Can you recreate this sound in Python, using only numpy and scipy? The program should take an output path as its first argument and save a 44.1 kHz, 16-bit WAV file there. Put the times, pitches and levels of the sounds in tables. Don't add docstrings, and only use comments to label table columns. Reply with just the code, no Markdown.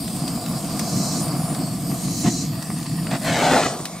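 import sys
import numpy as np
from scipy import signal
from scipy.fft import rfft, irfft
from scipy.io import wavfile

SR = 44100
rng = np.random.default_rng(int(sys.argv[2]) if len(sys.argv) > 2 else 0)


def wav_record(signal):
    frames = np.transpose(np.atleast_2d(signal))
    bounded = np.clip(frames, -1, 1)
    quanta = np.round(bounded * 32767).astype(np.int16)
    wavfile.write(sys.argv[1], SR, quanta)


N = 176400
TIME = np.arange(N) / SR


def amp(db):
    return 10 ** (np.asarray(db) / 20)


def unit(x):
    return x / np.sqrt(np.mean(x ** 2) + 1e-20)


def at_frequency(table, hz):
    f, value = np.transpose(table)
    return np.interp(np.log(hz + 1), np.log(f + 1), value)


def curve(table, column=1):
    rows = np.array(table)
    return np.interp(TIME, rows[:, 0], rows[:, column])


def add(mix, start_s, sound):
    part = mix[:, round(start_s * SR):][:, :sound.shape[1]]
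    part += sound[:, :part.shape[1]]


def delayed(x, delay_s):
    return np.array([np.interp(TIME - delay_s, TIME, channel) for channel in x])


def drift(rate_hz):
    hz = np.fft.rfftfreq(N, 1 / SR)
    lowpass = (hz > 0) / (1 + (hz / rate_hz) ** 2)
    return unit(irfft(rfft(rng.standard_normal(N)) * lowpass, N))


def colour(x, spectrum, tilt_db=0):
    hz = abs(np.fft.fftfreq(4096, 1 / SR))
    log_gain = np.log(amp(at_frequency(spectrum, hz) + tilt_db * np.log2(hz / SR + .001)))
    taps = np.fft.ifft(np.exp(np.conj(signal.hilbert(log_gain)))).real
    return signal.fftconvolve(x, taps[None] / np.linalg.norm(taps), axes=1)[:, :x.shape[1]]


def turbulence(per_s, range_db, share, flicker_db, flicker_hz):
    sizes = amp(range_db * np.minimum(rng.exponential(1, N), 4))
    occurs = rng.random(N) < per_s / SR
    clicks = unit(sizes * occurs * rng.choice([-1., 1.], (2, N)))
    noise = np.sqrt(share) * clicks + np.sqrt(1 - share) * rng.standard_normal((2, N))
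    return unit(noise * amp(flicker_db * drift(flicker_hz)))


def jet(hz, width_hz, wander):
    pole = np.exp(-np.pi * width_hz / SR)
    noise = rng.standard_normal((2, N)) + 1j * rng.standard_normal((2, N))
    baseband = signal.lfilter([1], [1, -2 * pole, pole * pole], noise)
    centre_hz = hz * (1 + wander * drift(rate_hz=6))
    return unit((baseband * np.exp(2j * np.pi * np.cumsum(centre_hz) / SR)).real)


def shimmer(x, depth_db, patch_hz, patch_s):
    hz, t, spectra = signal.stft(x, SR, nperseg=1024, noverlap=768)
    patches = rng.standard_normal(spectra.shape[1:])
    for axis, steps in enumerate([patch_hz / hz[1], patch_s / t[1]]):
        pole = np.exp(-1 / steps)
        patches = signal.filtfilt([1 - pole], [1, -pole], patches, axis=axis, padtype="even")
    gain = amp(depth_db * np.clip(unit(patches), -2, 2))
    return signal.istft(spectra * gain, SR, nperseg=1024, noverlap=768)[1][:, :N]


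# f/Hz, relative level/dB
RUMBLE_SPECTRUM = [(15, -54), (25, -21), (91, -14.5), (156, 2.5), (208, -3), (291, -8), (358, -13.5),
                   (397, -37), (432, -28.5), (469, -19.5), (554, -37), (682, -18), (857, -36), (1170, -30),
                   (1410, -42.5), (1700, -36.5), (2530, -34.5), (3600, -44.5), (6000, -100)]
FLUTTER_SPECTRUM = [(200, -26), (470, -6.5), (550, -6), (670, 2.5), (880, -10), (1130, -5.5), (1400, -13.5),
                    (1800, -22.5), (6000, -42.5)]
# t/s, rumble level/dB, flutter level/dB
FLAME_LEVELS = [(0, -27, -44.5), (.2, -26.5, -37), (1.25, -23, -33.5), (1.62, -24.5, -35),
                (1.78, -25.5, -44.5), (1.93, -25, -38.5), (2.15, -24.5, -44.5), (2.38, -24, -51),
                (2.6, -27, -44), (2.95, -27, -53), (3.14, -22.5, -31.5), (3.19, -33.5, -44.5),
                (3.29, -23, -33.5), (3.6, -32, -26), (3.8, -33, -38), (4, -36, -42)]


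def flames():
    gas = turbulence(per_s=600, range_db=1.5, share=0.25, flicker_db=1.43, flicker_hz=13)
    tips = turbulence(per_s=520, range_db=1.5, share=0.6, flicker_db=0.5, flicker_hz=30)
    rumble = colour(gas, RUMBLE_SPECTRUM) * amp(curve(FLAME_LEVELS, column=1))
    flutter = colour(tips, FLUTTER_SPECTRUM) * amp(curve(FLAME_LEVELS, column=2))
    return rumble + flutter


# f/Hz, relative level/dB
SIZZLE_SPECTRUM = [(900, -28), (2300, -20.5), (3300, -5), (4200, -4), (6200, -8), (7600, -1.5),
                   (9000, -8.5), (10000, -2.5), (11800, -4), (13200, -1.5), (15600, -11)]
# t/s, level/dB
SIZZLE_LEVELS = [(0, -38), (1.25, -38.5), (2.1, -40.5), (2.45, -42), (3.2, -40), (3.7, -36.5), (4, -40)]
LOW_JET_LEVELS = [(0, -40.5), (.55, -45), (1.0, -42), (1.3, -44), (2.1, -47.5), (3.2, -47), (3.8, -47.5)]
# t/s, f/Hz, level/dB
STEAM_WHISTLE = [(0, 4800, -48), (1.1, 4620, -47.5), (1.72, 4550, -46.5), (1.87, 4560, -53),
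                 (3.0, 4600, -50), (4, 4600, -55)]


def sizzle():
    boiling = turbulence(per_s=260, range_db=3.4, share=0.21, flicker_db=0.5, flicker_hz=16)
    ticks = colour(boiling, SIZZLE_SPECTRUM)
    high_jet = jet(hz=8680, width_hz=1850, wander=.016) * amp(-1 + drift(rate_hz=32))
    low_jet = jet(hz=4950, width_hz=1150, wander=.01) * amp(curve(LOW_JET_LEVELS))
    whistle = jet(hz=curve(STEAM_WHISTLE), width_hz=250, wander=0.00591)
    whistle *= amp(curve(STEAM_WHISTLE, column=2) + 1.4 * drift(rate_hz=25))
    return (ticks + high_jet) * amp(curve(SIZZLE_LEVELS)) + low_jet + whistle


# f/Hz, relative level/dB
CRACK_SPECTRUM = [(500, -74), (1300, -1.5), (3000, 1), (4800, 4.5), (6500, 1.5), (8500, 4), (10500, -4),
                  (13500, -4.5), (16000, -8)]
# t/s, relative level/dB, tilt/(dB per octave)
WOOD_CRACKS = [(.079, -33, -3), (.279, -28, -1.5), (.462, -31.5, -3), (.628, -37, 3), (.7936, -21.3, .5),
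               (1.281, -37, -1), (1.5481, -32.5, -4.5), (2.6254, -30.5, 3), (2.829, -34, 0),
               (2.865, -36, -5), (3.069, -32, -9), (3.8542, -24.5, -1.5)]


def cracks(snap=3.8, decay_s=0.0044, tail_s=0.04, tail_db=-19, gain_db=2):
    out, t = np.zeros((2, N)), TIME[:SR // 10]
    decay = np.exp(-t / decay_s) + amp(tail_db) * np.exp(-t / tail_s)
    for start, db, tilt_db in WOOD_CRACKS:
        burst = snap * (t == 0) + rng.choice([-1., 1.], (2, len(t))) * decay
        add(out, start, amp(db + gain_db) * colour(burst, CRACK_SPECTRUM, tilt_db))
    return out


# onset t/s, duration/s, f/Hz, nominal bandwidth/Hz, greatest level/dB
SAP_SPURTS = [(.59, .16, 9150, 800, -39), (1.15, .17, 9050, 700, -34.5), (1.18, .1, 13000, 2200, -41),
              (1.35, .3, 9250, 1300, -39.5), (1.78, .38, 12850, 900, -42.5), (1.99, .11, 8850, 350, -35.5),
              (2.13, .11, 14900, 1300, -40), (2.15, .16, 11200, 800, -41.5), (2.64, .2, 8700, 450, -39.5),
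              (3.85, .25, 2200, 550, -45.5)]


def spurts():
    out = np.zeros((2, N))
    for start, duration, hz, width_hz, db in SAP_SPURTS:
        swell = np.sin(np.pi * np.clip((TIME - start) / duration, 0, 1))
        out += jet(hz, width_hz, wander=0.011) * amp(db) * swell
    return out


# f/Hz, relative level/dB
RASP_SPECTRUM = [(3000, -50), (3720, -26), (3960, -1.5), (4800, -5), (6600, 1), (8100, -4.5), (9000, -9),
                 (10000, -24), (15000, -40)]
# full strength at t/s, hold/s, level/dB
RASP_SWELLS = [(1.07, .105, -30.8), (2.28, .125, -31.3), (3.6, .075, -32)]


def insect(rise_s=.26, fall_s=.058):
    envelope = np.zeros(N)
    for full_at, hold, db in RASP_SWELLS:
        rise = np.maximum(full_at - TIME, 0) / rise_s
        fall = np.maximum(TIME - full_at - hold, 0) / fall_s
        envelope += amp(db) * np.exp(-rise ** 2 - fall ** 2)
    return envelope * colour(rng.standard_normal((2, N)), RASP_SPECTRUM)


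# f/Hz, relative level/dB
POP_SPECTRUM = [(80, -5), (250, 13), (700, -4.5), (1150, 1), (1600, -18), (2000, -5), (3500, -27),
                (8000, -40)]
# t/s, relative level/dB
FLAME_POPS = [(1.917, -27), (2.083, -27.5), (2.703, -23.5), (3.498, -17.5), (3.66, -18), (3.803, -28)]


def pops(scatter=0.059, decay_s=0.0027, gain_db=22):
    out, t = np.zeros((2, N)), TIME[:SR // 10]
    for start, db in FLAME_POPS:
        burst = (t == 0) + scatter * rng.choice([-1., 1.], (2, len(t))) * np.exp(-t / decay_s)
        add(out, start, amp(db + gain_db) * colour(burst, POP_SPECTRUM))
    return out


# t/s, delay/ms
WALL_DELAYS = [(2.3, 1.58), (3.2, 1.09), (3.42, 1.4), (3.7, 1.69)]


def wall_echo(x, first_gain=.36, second_gain=-.3):
    delay_s = curve(WALL_DELAYS) / 1000
    return x + first_gain * delayed(x, delay_s) + second_gain * delayed(x, 2 * delay_s)


# f/Hz, relative level/dB
THUMP_SPECTRUM = [(50, -31), (120, -2), (190, 3.5), (345, 0), (430, -24), (510, -16), (580, -18), (700, -6),
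                  (830, -20.5), (980, -17.5), (1300, -23), (1530, -30), (1900, -16.5), (2250, -27),
                  (2600, -25.5), (4000, -28.5), (8000, -64)]
FUEL_HISS_SPECTRUM = [(150, -17), (450, 4), (680, 9), (1000, -3), (1900, 2), (2900, -4), (4300, -5),
                      (5400, -10.5), (8400, -9.5), (10000, -20), (13000, -22), (16000, -34)]
# centre t/s, thump level/dB, half-width/s, hiss level/dB
FUEL_PUFFS = [(2.271, -17, 0.028, -48), (3.118, -32, 0.01, -29.5), (3.153, -32, 0.023, -29.5)]


def puffs(skirt=.13):
    thump = turbulence(per_s=1000, range_db=0.5, share=0.98, flicker_db=0.5, flicker_hz=59)
    thump = colour(thump, THUMP_SPECTRUM)
    hiss = turbulence(per_s=500, range_db=-1, share=0.52, flicker_db=2.0, flicker_hz=60)
    hiss = wall_echo(colour(hiss, FUEL_HISS_SPECTRUM))
    out = np.zeros((2, N))
    for centre, thump_db, half_width, hiss_db in FUEL_PUFFS:
        offset = (TIME - centre) / half_width
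        swell = np.exp(-offset ** 2) + skirt * np.exp(-(offset / 2) ** 2)
        swell_rms = np.sqrt(np.mean(swell ** 2))
        out += swell_rms * (amp(thump_db) * unit(thump * swell) + amp(hiss_db) * unit(hiss * swell))
    return out


# f/Hz, relative level/dB
SPATTER_SPECTRUM = [(400, -28), (700, 6), (1150, 10.5), (1500, -4), (1920, 10.5), (2250, -34), (2600, 6.5),
                    (3000, -8), (10000, -26)]


def pour(start_s=2.52, end_s=2.995, rise_s=0.01, fall_s=0.072, level_db=-44.5):
    flow = np.clip((TIME - start_s) / rise_s, 0, 1) * np.clip((end_s - TIME) / fall_s + 1, 0, 1)
    drops = turbulence(per_s=131, range_db=0, share=0.57, flicker_db=1.5, flicker_hz=25)
    return amp(level_db) * flow * colour(drops, SPATTER_SPECTRUM)


# f/Hz, relative level/dB
ROAR_SPECTRUM = [(50, -27), (130, -18.5), (260, 2.5), (370, 1.5), (450, -7), (600, -6), (820, -2),
                 (1050, -12.5), (1400, -11.5), (4000, -41)]
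# t/s, roar level/dB, hiss level/dB
FLARE_LEVELS = [(3.19, -70, -65), (3.22, -52, -35), (3.265, -33, -25.5), (3.39, -26.5, -24.5),
                (3.5, -19, -24), (3.555, -17.5, -22.7), (3.62, -22, -24.8), (3.668, -22.5, -25.5),
                (3.682, -28.5, -35), (3.75, -33, -43), (3.79, -42, -51), (3.95, -62, -65)]


def whoosh():
    roar = turbulence(per_s=1100, range_db=2.5, share=0.87, flicker_db=2.5, flicker_hz=40)
    roar = colour(roar, ROAR_SPECTRUM) * amp(curve(FLARE_LEVELS, column=1))
    hiss = turbulence(per_s=1800, range_db=2.5, share=0.58, flicker_db=0.5, flicker_hz=60)
    hiss = colour(hiss, FUEL_HISS_SPECTRUM) * amp(curve(FLARE_LEVELS, column=2))
    return wall_echo(roar + hiss)


def rim_shadow(x, at_s=3.3, fade_s=.05, above_hz=9000, gain_db=-8.5):
    low = signal.sosfiltfilt(signal.butter(4, above_hz, fs=SR, output="sos"), x)
    shaded = np.clip((TIME - at_s) / fade_s + .5, 0, 1)
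    return low + (x - low) * amp(gain_db * shaded)


def drum(x, count=7, span_ms=(2, 13), total_db=-11.5, sway=0.0091, above_hz=1500):
    delays_s = np.geomspace(*span_ms, count) * rng.uniform(.88, 1.12, count) / 1000
    highpass = signal.butter(1, above_hz, "high", fs=SR)
    out = x.copy()
    for delay_s, sign in zip(delays_s, rng.choice([-1, 1], count)):
        echo = delayed(x, delay_s * (1 + sway * drift(rate_hz=2)))
        out += sign * amp(total_db) / np.sqrt(count) * signal.lfilter(*highpass, echo)
    return out


def spread(pair, coherence):
    likeness = at_frequency(coherence, np.fft.rfftfreq(N, 1 / SR))
    mid, side = irfft(rfft(pair) * np.sqrt([(1 + likeness) / 2, (1 - likeness) / 2]), N)
    return np.array([mid + side, mid - side])


# f/Hz, correlation coefficient
FIRE_COHERENCE = [(25, -0.4), (60, 0.5), (120, 1), (1000, 0.97), (2400, 0.83), (8100, 0.6), (12000, 0.042)]
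FLARE_COHERENCE = [(700, 0.99), (4000, 0.89), (8000, 0.56), (13000, 0.6)]


def scene(lean_db=0.56):
    sap = shimmer(rim_shadow(sizzle()) + spurts(), depth_db=2.5, patch_hz=220, patch_s=0.033)
    rasp = shimmer(insect(), depth_db=2.5, patch_hz=50, patch_s=0.15)
    fire = spread(flames() + sap + rasp + pour() + puffs() + cracks() + pops(), FIRE_COHERENCE)
    flare = spread(shimmer(whoosh(), depth_db=2.0, patch_hz=51, patch_s=0.028), FLARE_COHERENCE)
    return drum(fire + flare * amp([[lean_db], [-lean_db]]))


# t/s, lag of the right channel/microseconds
RIGHT_LAG = [(3.35, -2), (3.62, 31), (3.85, 43)]


def record(dry, cutoff_hz=15700, oversample=8):
    fine = signal.resample_poly(dry[1], oversample, 1)
    fine_time = np.arange(oversample * N) / (oversample * SR)
    right = np.interp(TIME - curve(RIGHT_LAG) / 1e6, fine_time, fine)
    lowpass = signal.firwin(511, cutoff_hz, window=("kaiser", 9), fs=SR)
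    return signal.oaconvolve(np.array([dry[0], right]), lowpass[None], "same")


dry = scene()
out = record(dry)
wav_record(out)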